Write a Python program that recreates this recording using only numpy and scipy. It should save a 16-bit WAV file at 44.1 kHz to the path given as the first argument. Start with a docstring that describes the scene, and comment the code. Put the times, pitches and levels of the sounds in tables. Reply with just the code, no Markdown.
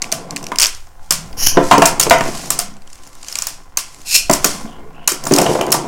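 """Spinning tops clack together in a thin plastic bowl: noise bursts through the tops' resonances.
Two more are pulled from ratchet launchers (trains of tooth snaps) and land with hollow thumps (bowl modes).
Late on one top bursts; its parts tumble as uneven knocks. Tips murmur, whirr and hum on the plastic.
A small room answers, air noise stirs at the close microphone, and the hardest hits overload it."""
import sys
import numpy as np
from scipy import signal
from scipy.fft import rfft, irfft, next_fast_len
from scipy.io import wavfile
from scipy.ndimage import uniform_filter1d

SR = 44100
rng = np.random.default_rng(int(sys.argv[2]) if len(sys.argv) > 2 else 0)


def file_out(sig):
    """Save sig as 16-bit WAV at sys.argv[1]."""
    # one column per channel
    cols = np.atleast_2d(sig).T
    # limit, then scale
    lim = np.clip(cols, -1, 1)
    pcm = np.round(lim * 32767).astype(np.int16)
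    wavfile.write(sys.argv[1], SR, pcm)


N = 258886
TIME = np.arange(N) / SR


def from_db(db):
    """Decibels to gain."""
    return 10 ** (np.asarray(db) / 20)


def rms_one(x, size=None):
    """Scale so that the first `size` samples have rms 1."""
    return x / np.sqrt(np.mean(x[:size] ** 2) + 1e-20)


def at_hz(points, hz):
    """Read a spectrum on a log-frequency axis."""
    point_hz, value = np.transpose(points)
    return np.interp(np.log(np.maximum(hz, 1)), np.log(point_hz), value)


def fade(t, t60):
    """Exponential decay, 60 dB down after t60."""
    return np.exp(-np.log(1000) * t / t60)


def swell(start, end, rise_db_per_s, fall_db_per_s):
    """Gain that rises to 1 at start, holds until end and dies away."""
    before_s = np.maximum(start - TIME, 0)
    after_s = np.maximum(TIME - end, 0)
    return from_db(-rise_db_per_s * before_s - fall_db_per_s * after_s)


def uneven_times(start, end, per_s, uneven):
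    """Up to 200 moments with log-normal gaps; uneven is the spread of the log gap."""
    gaps = np.exp(uneven * rng.standard_normal(200)) / per_s
    times = start + np.cumsum(gaps)
    return times[times < min(end, TIME[-1])]


def noise(spectrum, size):
    """Noise of a given colour, rms 1."""
    padded = next_fast_len(size)
    gain = from_db(at_hz(spectrum, np.fft.rfftfreq(padded, 1 / SR)))
    return rms_one(irfft(rfft(rng.standard_normal(padded)) * gain, padded)[:size])


def grains(per_s, spread_db):
    """Random tiny knocks of uneven size, rms 1."""
    sizes = from_db(spread_db * np.minimum(rng.exponential(1, N), 4))
    return rms_one((rng.random(N) < per_s / SR) * sizes * rng.standard_normal(N))


def resonate(x, hz, width):
    """One two-pole resonance that passes the same noise power at any width."""
    r = np.exp(-np.pi * width / SR)
    zeros = np.sqrt(1 - r * r) * np.array([1, 0, -1])
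    poles = [1, -2 * r * np.cos(2 * np.pi * hz / SR), r * r]
    return signal.lfilter(zeros, poles, x + 1e-18)  # offset avoids denormals


def body(x, resonances, scatter_db, detune=0):
    """Parallel resonances of alternating sign, each level and pitch scattered anew per call."""
    out = 0
    for k, (hz, width, db) in enumerate(resonances):
        gain = (-1) ** k * from_db(db + scatter_db * rng.normal())
        out = out + gain * resonate(x, hz * (1 + detune * rng.uniform(-1.25, 1)), width)
    return out


def add(track, s, sound):
    """Mix a sound into a track at time s."""
    start = max(round(s * SR), 0)
    track[start:start + len(sound)] += sound[:N - start]


# air noise colour: (frequency [Hz], relative density [dB per Hz])
AIR_COLOUR = [(1, -33.5), (4, 2.5), (8, -0.5), (16, -9), (30, -26), (60, -23.5), (120, -34.5), (300, -83),
              (1000, -62)]
# an arm sweeps past and stirs the air: (time [s], peak level [dB])
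ARM_GUSTS = [(0.7, -29), (1.48, -16), (2.15, -20.5), (4.33, -20)]
STILL_AIR_DB, GUST_RISE_DB_PER_S, GUST_FALL_DB_PER_S = -35, 55, 32


def draught():
    """Air drifts over the microphone as low noise and gusts when an arm passes."""
    gusts = sum(from_db(db) * swell(s, s, GUST_RISE_DB_PER_S, GUST_FALL_DB_PER_S) for s, db in ARM_GUSTS)
    return np.hypot(from_db(STILL_AIR_DB), gusts) * noise(AIR_COLOUR, N)


# room decay: (frequency [Hz], t60 [s])
ROOM_DECAY = [(150, 0.25), (600, 0.37), (2000, 0.37), (6000, 0.24), (10000, 0.22), (15000, 0.08)]
# room strength: (frequency [Hz], level [dB])
ROOM_LEVEL = [(150, -10.5), (600, -9.5), (2000, -7), (6000, -7), (10000, -6.5), (15000, -5.5)]


def room(x, first_echo_s=0.01, size=20000):
    """Near walls answer after a short gap with dense echoes, each band dying at its own rate."""
    t, response = TIME[:size], np.zeros(size)
    edges = np.geomspace(100, 17000, 11)
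    for low, high in zip(edges, edges[1:]):
        hz = np.sqrt(low * high)
        gap = 1 / (1 + (first_echo_s / (t + 1e-6)) ** 8)
        envelope = fade(t, at_hz(ROOM_DECAY, hz)) * gap
        band = signal.butter(2, [low, high], "band", fs=SR, output="sos")
        echoes = signal.sosfilt(band, rng.standard_normal(size))
        response += from_db(at_hz(ROOM_LEVEL, hz)) * echoes * envelope / np.linalg.norm(envelope)
    return signal.fftconvolve(x, response)[:N]


# a top skids on its side: (start [s], end [s], level [dB])
SIDE_SKIDS = [(1.03, 1.1, -53), (1.64, 1.72, -31), (2.25, 2.46, -31.5), (2.9, 3.22, -49.5),
              (3.3, 3.46, -34), (3.92, 4.03, -46), (4.45, 4.52, -29), (5.33, 5.52, -28)]
SKID_RISE_DB_PER_S, SKID_FALL_DB_PER_S = 200, 130
# wobble level is for a 0 dB clack
UPRIGHT_DB, WOBBLE_DB, WOBBLE_T60_S = -66, -27, 0.5


def unsteadiness(hits):
    """Whirr strength: a little when upright, more in a skid and after a clack, settling again."""
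    wobble = np.zeros(N)
    settling = fade(TIME[:SR], WOBBLE_T60_S)
    for s, db, _ in hits:
        start = round(s * SR)
        after = slice(start, start + SR)
        wobble[after] = np.maximum(wobble[after], from_db(db + WOBBLE_DB) * settling[:len(wobble[after])])
    skid_power = sum((from_db(db) * swell(start, end, SKID_RISE_DB_PER_S, SKID_FALL_DB_PER_S)) ** 2
                     for start, end, db in SIDE_SKIDS)
    return np.sqrt(from_db(UPRIGHT_DB) ** 2 + wobble ** 2 + skid_power)


# how hard the tips run on the bowl, before the cap: (time [s], level [dB])
TIP_RUNNING = [(0.0, -36), (0.5, -34), (0.7, -51), (1.03, -51), (1.31, -37), (1.54, -37), (1.75, -21),
               (2.11, -24), (2.3, -33), (2.57, -35), (2.74, -47), (3.82, -48), (4.27, -44), (4.48, -29),
               (4.77, -40), (5.15, -40), (5.49, -18), (5.87, -22)]
# whirr of tips and loose rings: (frequency [Hz], relative density [dB per Hz])
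WHIRR_COLOUR = [(1000, -7.5), (2000, -2.5), (2800, -3.5), (3700, -4), (5000, 1.5), (7000, 1.5), (9500, -4),
                (13000, -12.5), (16000, -23)]
# modes of the bowl: (frequency [Hz], level [dB], free t60 [s])
BOWL_MODES = [(135.3, -8, 0.2), (162.3, -3.5, 0.51), (216.6, -5, 0.36), (286.9, -3, 0.27),
              (355.8, -2, 0.17), (380.4, -2.5, .2), (443.2, -3, 0.13), (517, 0.5, 0.081),
              (600, -0.5, 0.099), (680.4, 4, 0.086), (848, 0.5, 0.066), (939.6, 1.5, 0.095),
              (1033, 1, 0.12), (1174, 4, 0.076), (1383, -7, 0.45), (1657, -20.5, 0.049), (1936, -24, 0.13),
              (2120, -5.5, 0.29), (2240, -4.5, 0.12)]
ROLLING_CAP_DB = -29
# harder rolling sounds deeper: depth is 1 at FULL_ROLL_DB, its dB grow by DEPTH_GROWTH per dB
FULL_ROLL_DB, DEPTH_GROWTH = -34, 0.22


def running(hits, tip_hiss_db=-27):
    """Tip bumps keep the bowl modes murmuring; rattling loose rings make the whirr flutter."""
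    rolling = from_db(np.minimum(np.interp(TIME, *np.transpose(TIP_RUNNING)), ROLLING_CAP_DB))
    bumps = grains(per_s=1200, spread_db=4.0)
    modes = np.zeros(N)
    for k, (hz, db, t60) in enumerate(BOWL_MODES):
        gain = (-1) ** k * from_db(db - 4.5 * np.log2(hz / 500))
        modes += gain * resonate(bumps, hz, 4.8 / t60)  # wider than the free mode
    depth = (rolling / from_db(FULL_ROLL_DB)) ** DEPTH_GROWTH
    upper = rms_one(resonate(resonate(bumps, 900, 600), 1000, 1600))
    rumble = depth * rms_one(modes) + 0.45 / depth * upper

    knocks = np.abs(grains(per_s=430, spread_db=3.5))
    rattle = rms_one(signal.lfilter([1], [1, -np.exp(-1 / (0.0027 * SR))], knocks))  # 2.7 ms decay
    whirr = rms_one(noise(WHIRR_COLOUR, N) * (1 + 0.95 * rattle))
    whirr_level = np.hypot(unsteadiness(hits), from_db(tip_hiss_db) * rolling)
    return rolling * rumble + whirr_level * whirr


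# gliding hums, mostly a tip speeding up or slowing; the 1.09 s row is a low bowl mode humming: (start [s], end
# [s], start pitch [Hz], end pitch [Hz], level [dB])
TIP_GLIDES = [(0.02, 0.562, 151, 185, -39), (.18, 0.333, 446, 600, -40), (.22, 0.339, 641, 820, -41),
              (0.297, 0.517, 251, 340, -43), (.96, 1.098, 764, 850, -52), (1.09, 1.33, 158, 175, -34),
              (2.6, 2.806, 186, 215, -40.5), (4.46, 4.716, 187, 225, -36), (4.647, 4.804, 3220, 3050, -51),
              (4.756, 4.92, 385, 440, -45), (4.924, 5.08, 2660, 2960, -50)]


def glides(width_share, flutter_db=4.0):
    """A rolling tip, or once a low bowl mode, sings a rough, fluttering tone of gliding pitch."""
    out = np.zeros(N)
    for start, end, start_hz, end_hz, db in TIP_GLIDES:
        size = max(round((end - start) * SR), 64)
        smooth = signal.butter(2, width_share * start_hz / 2, fs=SR, output="sos")
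        raw = rng.standard_normal(size + 8000) + 1j * rng.standard_normal(size + 8000)
        waver = signal.sosfilt(smooth, raw)[-size:]  # filter settled
        phase = 2 * np.pi * np.cumsum(np.geomspace(start_hz, end_hz, size)) / SR
        flutter = from_db(flutter_db * noise([(10, -20), (30, 0), (70, 0), (300, -60)], size))
        tone = rms_one(flutter * np.real(waver * np.exp(1j * phase)))
        add(out, start, from_db(db) * tone * signal.windows.tukey(size, 0.5))
    return out


# a panel or loose part rings when struck: (time [s], level [dB], pitch [Hz], t60 [s])
PART_PINGS = [(0.125, -20.5, 657, 0.083), (2.11, -3, 686, 0.15), (2.591, -23, 708, .1),
              (5.252, -37, 15200, .3), (5.27, -28, 9600, 0.21), (5.465, -16, 2930, 0.04),
              (5.611, -16, 3040, 0.034), (5.742, -14, 1155, 0.037)]


def pings(size=14000):
    """A panel or small part rings on two close modes."""
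    out, t = np.zeros(N), TIME[:size]
    for s, db, hz, t60 in PART_PINGS:
        lower_hz = hz * rng.uniform(0.93, 0.98)
        pair = np.sin(2 * np.pi * hz * t) + 0.7 * np.sin(2 * np.pi * lower_hz * t)
        add(out, s, from_db(db) * pair * fade(t, t60))
    return out


def bowl_ring(centre_hz, octaves, flutter, flutter_t60, size=12000):
    """A blow wakes the bowl's modes near one pitch, plus a crowd of short-lived wall modes."""
    t = TIME[:size]
    hz, db, t60 = np.transpose(BOWL_MODES)[:, :, None]
    reach = 1 / (1 + (np.log2(hz / centre_hz) / octaves) ** 2)
    strength = rng.choice([-1, 1], hz.shape) * rng.uniform(0.85, 1, hz.shape)
    tones = np.sin(np.float32(2 * np.pi * hz * t)) * fade(t, t60)
    modes = np.sum(strength * reach * from_db(db) * tones, axis=0)
    burst = rng.standard_normal(size) * fade(t, flutter_t60)
    walls = resonate(resonate(burst, centre_hz, centre_hz * octaves), centre_hz, 2 * centre_hz)
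    return rms_one(rms_one(modes, size=530) + flutter * rms_one(walls, size=530), size=530)


# tops and parts land on the bowl:
# (time [s], level [dB], struck panel pitch [Hz], boom share [dB], crack share [dB])
LANDINGS = [(0.518, -16.5, 1050, -10, -8), (1.571, 0, 520, -7, -35), (1.712, 7.5, 900, -16, -9),
            (1.7799, -9, 456, -1, -10), (1.8198, 2, 700, -16, -6), (2.0667, -12, 430, -12, -12),
            (2.1084, 2, 780, -21, -3), (2.2084, -15, 764, -4, -1), (2.2607, -22, 563, -5, -5),
            (2.286, -19, 330, -25, -12), (4.2963, -4.5, 700, -4, -13), (4.4434, -17, 610, 3, 2),
            (5.1184, -22, 317, -15, -7), (5.266, -19, 840, -4, -16), (5.3113, -9, 342, -3, -10),
            (5.3222, -15, 320, 2, -9), (5.3794, -13, 800, -9, -14), (5.3894, -10, 680, -6, -20),
            (5.4148, -12, 450, -4, -10), (5.4623, -11, 665, -10, -10), (5.493, -13, 384, -5, -20),
            (5.5522, -12, 497, -14, -26), (5.6116, -14, 600, -25, -6), (5.6792, -19, 427, -12, -14),
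            (5.7422, -12, 864, -17, -20)]
# crack of plastic: (frequency [Hz], relative density [dB per Hz])
CRACK_COLOUR = [(500, -7.5), (1300, 2), (2500, -1), (4000, -12.5), (7000, -9.5), (11000, -22), (16000, -27)]


def thumps(landings, size=12000):
    """A landing cracks, rings the panel it strikes and sets the whole bowl booming."""
    out, t = np.zeros(N), TIME[:size]
    for s, db, panel_hz, boom_db, crack_db in landings:
        panel = bowl_ring(panel_hz, octaves=0.4, flutter=1.0, flutter_t60=0.058)
        boom = bowl_ring(centre_hz=223, octaves=1.0, flutter=0.42, flutter_t60=0.091)
        crack = rms_one(noise(CRACK_COLOUR, size) * fade(t, 0.051), size=300)
        # after a light landing the top stays on the panel and damps it
        damping = fade(t, 0.68 * from_db(0.45 * db))
        blow = 0.88 * panel + from_db(boom_db) * boom + from_db(crack_db) * crack
        add(out, s, from_db(db) * damping * blow)
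    return out


# broken parts tumble: (start [s], liveliest from [s], liveliest until [s], level [dB])
PARTS_TUMBLE = (5.31, 5.4, 5.52, -19)
# floor panel under a part: (frequency [Hz], width [Hz], level [dB])
FLOOR_RESONANCES = [(334, 85, 1.5), (494, 105, -4), (720, 140, -1), (983, 170, -0.5), (1155, 160, -9)]
TUMBLE_RISE_DB_PER_S, TUMBLE_FALL_DB_PER_S = 90, 32


def tumble(knocks_per_s=80, flops_per_s=25, flop_db=0, flop_boom_db=-4, flop_crack_db=-14):
    """Parts roll over their corners and drum the floor unevenly; some flop onto other panels."""
    start, lively_from, lively_until, db = PARTS_TUMBLE
    vigour = swell(lively_from, lively_until, TUMBLE_RISE_DB_PER_S, TUMBLE_FALL_DB_PER_S)
    vigour_db = db + 20 * np.log10(vigour)

    at = (uneven_times(start, TIME[-1], knocks_per_s, uneven=0.45) * SR).astype(int)
    strengths = from_db(rng.normal(0, 1.5, 200)) * rng.choice([-1, 1], 200)
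    knocks = np.zeros(N)
    knocks[at] = strengths[:len(at)]
    drumming = body(knocks, FLOOR_RESONANCES, scatter_db=1.0)
    drumming = drumming / np.std(drumming[at[0]:])

    panels_hz = rng.uniform(350, 750, 200)
    flop_times = uneven_times(start, TIME[-1], flops_per_s, uneven=0.45)
    flops = [(s, np.interp(s, TIME, vigour_db) + flop_db, hz, flop_boom_db, flop_crack_db)
             for s, hz in zip(flop_times, panels_hz)]
    return from_db(vigour_db) * drumming + thumps(flops)


# launcher pulls: (start [s], last yank [s], yank length [s], level reached before the yank [dB],
# exponent of the swell, top speed [teeth per s])
PULL_1 = (1.371, 1.466, 0.01, -14, 0.55, 2900)
PULL_2 = (4.045, 4.146, 0.02, -15, 1.15, 2520)
# launcher housings: (frequency [Hz], width [Hz], level [dB])
HOUSING_1 = [(1356, 1300, -9.5), (3005, 200, -7.5), (4450, 1500, -2.5), (5570, 700, 1), (6780, 700, -2.5),
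             (9300, 1100, -6.5), (11560, 3100, -5)]
HOUSING_2 = [(1600, 900, -15), (2350, 300, -11), (2620, 160, -6.5), (4250, 400, -4), (5200, 500, 0),
             (6800, 1500, -1), (9000, 1600, -2), (11800, 2500, -3)]
START_TEETH_PER_S, YANK_DB = 450, 11
COAST_DB, COAST_FALL_DB_PER_S = -14, 160  # ratchet freewheels once the cord is out
FORCE_SMOOTHING_S = 0.008


def launcher(pull, housing, jitter, rasp, judder_db):
    """A cord speeds up a ratchet, yanks and lets it coast; every tooth snaps against the housing."""
    start, yank, yank_s, db, exponent, top_teeth_per_s = pull
    drawn = np.clip((TIME - start) / (yank - start), 0, 1)
    coasted_s = np.maximum(TIME - yank - yank_s, 0)
    coast = from_db(COAST_DB - COAST_FALL_DB_PER_S * coasted_s)
    force = np.select([TIME < yank, coasted_s == 0], [drawn ** exponent, from_db(YANK_DB)], coast)
    force = uniform_filter1d(force, round(FORCE_SMOOTHING_S * SR))

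    teeth_per_s = START_TEETH_PER_S + (top_teeth_per_s - START_TEETH_PER_S) * drawn
    turn = np.cumsum(teeth_per_s * (1 + jitter * rng.standard_normal(N))) / SR  # in teeth
    snaps = np.diff(np.floor(turn), prepend=0) * from_db(rng.normal(0, 7.7, N))
    scrape = rng.standard_normal(N) * (1 - turn % 1) ** 2  # fades from tooth to tooth
    jerks = from_db(judder_db * noise([(200, 0), (600, -40), (2000, -90)], N))
    drive = jerks * (rms_one(snaps) + rasp * rms_one(scrape))
    return rms_one(body(drive, housing, scatter_db=2.1)) * from_db(db) * force


# while the tops lean: (start [s], end [s])
LEANING = (2.2, 3.3)
GRAZES_PER_S, GRAZE_DB, GRAZE_SCATTER_DB = 24, -40.5, 2.5


def grazes():
    """Faint random rim touches on the bowl: (time [s], level [dB], brightness [dB per octave])."""
    times = uneven_times(*LEANING, GRAZES_PER_S, uneven=0.45)
    chance = rng.standard_normal((200, 2))
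    return [(s, GRAZE_DB + GRAZE_SCATTER_DB * force, -5 + 1.5 * bite)
            for s, (force, bite) in zip(times, chance)]


# top against top: (time [s], level [dB], brightness [dB per octave])
TOP_CLACKS = [(0.019, -14.5, -6), (0.0234, -15, -7), (0.0424, -24, -6), (0.1175, -17.5, -2),
              (0.1239, -8.5, -1), (0.3078, -22, -6), (0.362, -18.5, -5), (0.3674, -19.5, -6),
              (0.3758, -31, -2), (0.4274, -30, -4), (0.4408, -26, -6), (0.4668, -23, -5), (0.486, -37, -1),
              (0.5583, -21.5, -5), (0.5856, -4.5, -4), (0.5984, -8, -1), (0.605, -8.5, -4), (0.614, -9, -2),
              (0.6195, -5.5, 0), (0.6262, -7, -4), (0.6318, -2, -6), (0.6394, -6, -6), (0.6475, -8, -4),
              (0.6574, -9, -6), (0.6672, -13, -1), (0.7482, -29.5, -1), (0.8705, -46, -4), (1.1073, -1, 2),
              (1.1222, -13, 4), (1.3288, -35, -5), (1.7805, -12, 0), (1.82, -7.5, -6), (1.827, -13, -6),
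              (1.8551, -4, 2), (1.858, -2.5, 4), (1.997, -2.5, 4), (1.9988, -3, 2), (2.011, -10, -3),
              (2.028, -11, -1), (2.0344, -10, -3), (2.0973, -9.5, -1), (2.1838, -25, 3), (2.2085, -23, -5),
              (2.5033, -6, 4), (2.5876, -25, 2), (2.5898, -8.5, 3), (2.5978, -16, 1), (2.9298, -33, 0),
              (3.0728, -38, 3), (3.2302, -31, -6), (3.246, -33, -6), (3.2839, -22, -3), (3.3255, -22, -3),
              (3.3551, -14.5, -3), (3.3867, -13.5, -3), (3.4213, -13.5, 0), (3.4689, -14, 3),
              (3.772, -5.5, 1.5), (3.9448, -36, -4), (4.0159, -37, -1), (4.2979, -11, -2), (4.3116, -9, 4),
              (4.3288, -14, 3), (4.334, -5.5, 3), (4.4441, -4.5, -3), (4.445, -1.5, 3), (5.0753, -4, 3),
              (5.0766, -2, 1), (5.1186, -14.5, 4), (5.238, -24, 3), (5.2528, -22, 1), (5.269, -16, 3),
              (5.3212, -16, 0), (5.337, -6, 1), (5.3621, -9.5, 1), (5.385, -5, -1), (5.4154, -13, 3),
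              (5.6114, -21, 1), (5.6653, -27, 0), (5.705, -26, -2), (5.7189, -7.5, 4), (5.7239, -3, 4)]
# resonances of the tops: (frequency [Hz], width [Hz], level [dB])
TOP_RESONANCES = [(2655, 730, -8), (3510, 990, -8.5), (4660, 700, -2.5), (5640, 660, 1.5), (6430, 590, 4),
                  (7430, 740, 1.5), (8600, 900, 0.5), (9640, 2000, -2), (11460, 2200, -4.5),
                  (14900, 2200, -9)]
# click scattered between the bowl's walls: (frequency [Hz], relative density [dB per Hz])
WASH_COLOUR = [(700, -15), (1500, -17), (2600, -0.5), (3700, -4), (5500, 2.5), (8000, 0), (12000, -6.5),
               (16000, -15)]
# a deeper bite is brighter and longer: contact time at brightness 0, log growth per dB per octave
CONTACT_S, CONTACT_GROWTH = 0.003, 0.085
CLACK_JOLT_DB, GRAZE_JOLT_DB = -20, -7  # share passed into the bowl


def clacks(hits, jolt_db, low_cut_hz=1300, wash_db=-19, wash_t60=0.14, spread_db=19, size=4096):
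    """Rims grind for a few ms and jolt the bowl. Returns (straight sound, sound sent round the room)."""
    straight, spread, jolts, t = np.zeros(N), np.zeros(N), np.zeros(N), TIME[:size]
    hz = np.fft.rfftfreq(size, 1 / SR)
    high_pass = signal.butter(2, low_cut_hz, "high", fs=SR, output="sos")
    for s, db, tilt in hits:
        slope_db = tilt * np.log2(np.clip(hz, 2000, 16000) / 6000)
        push = np.exp(CONTACT_GROWTH * tilt)  # a longer contact carries more energy
        grind = irfft(rfft(rng.standard_normal(size)) * from_db(slope_db), size)
        contact = grind * np.exp(-(t / (CONTACT_S * push)) ** 1.42)
        click = signal.sosfilt(high_pass, body(contact, TOP_RESONANCES, scatter_db=2.0, detune=0.085))
        wash = from_db(wash_db) * push * noise(WASH_COLOUR, size) * fade(t, wash_t60)
        add(straight, s, from_db(db) * (rms_one(click, size=176) + wash))

        # summed over all directions the click has a smooth spectrum
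        snap = np.roll(irfft(from_db(at_hz(WASH_COLOUR, hz) + 0.5 * slope_db), size), 32)
        add(spread, s, from_db(db + spread_db) * push * snap / np.linalg.norm(snap))

        jolt = bowl_ring(centre_hz=1050, octaves=0.9, flutter=1.6, flutter_t60=0.091, size=6000)
        add(jolts, s, from_db(db + jolt_db) * push * jolt)
    return np.array([straight + jolts, spread + jolts])


def scene():
    """Bowl and launchers in the room, with air stirring at the microphone."""
    air = draught()
    others = running(TOP_CLACKS) + glides(width_share=0.15) + pings()
    others += thumps(LANDINGS) + tumble()
    others += launcher(PULL_1, HOUSING_1, jitter=0.79, rasp=0.96, judder_db=1.3)
    others += launcher(PULL_2, HOUSING_2, jitter=0.82, rasp=1.9, judder_db=1.0)
    straight, spread = clacks(grazes(), GRAZE_JOLT_DB) + clacks(TOP_CLACKS, CLACK_JOLT_DB)
    return (straight + others + room(spread + others) + air)[None]


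CUTOFF_HZ = 16000


def record(dry):
    """The input stage flattens the loudest peaks, then a steep low-pass cuts the top."""
    clipped = dry / (1 + dry ** 6) ** (1 / 6)
    low_pass = signal.ellip(12, 0.1, 95, CUTOFF_HZ, fs=SR, output="sos")
    return signal.sosfilt(low_pass, clipped)


dry = scene()
out = record(dry)
file_out(out)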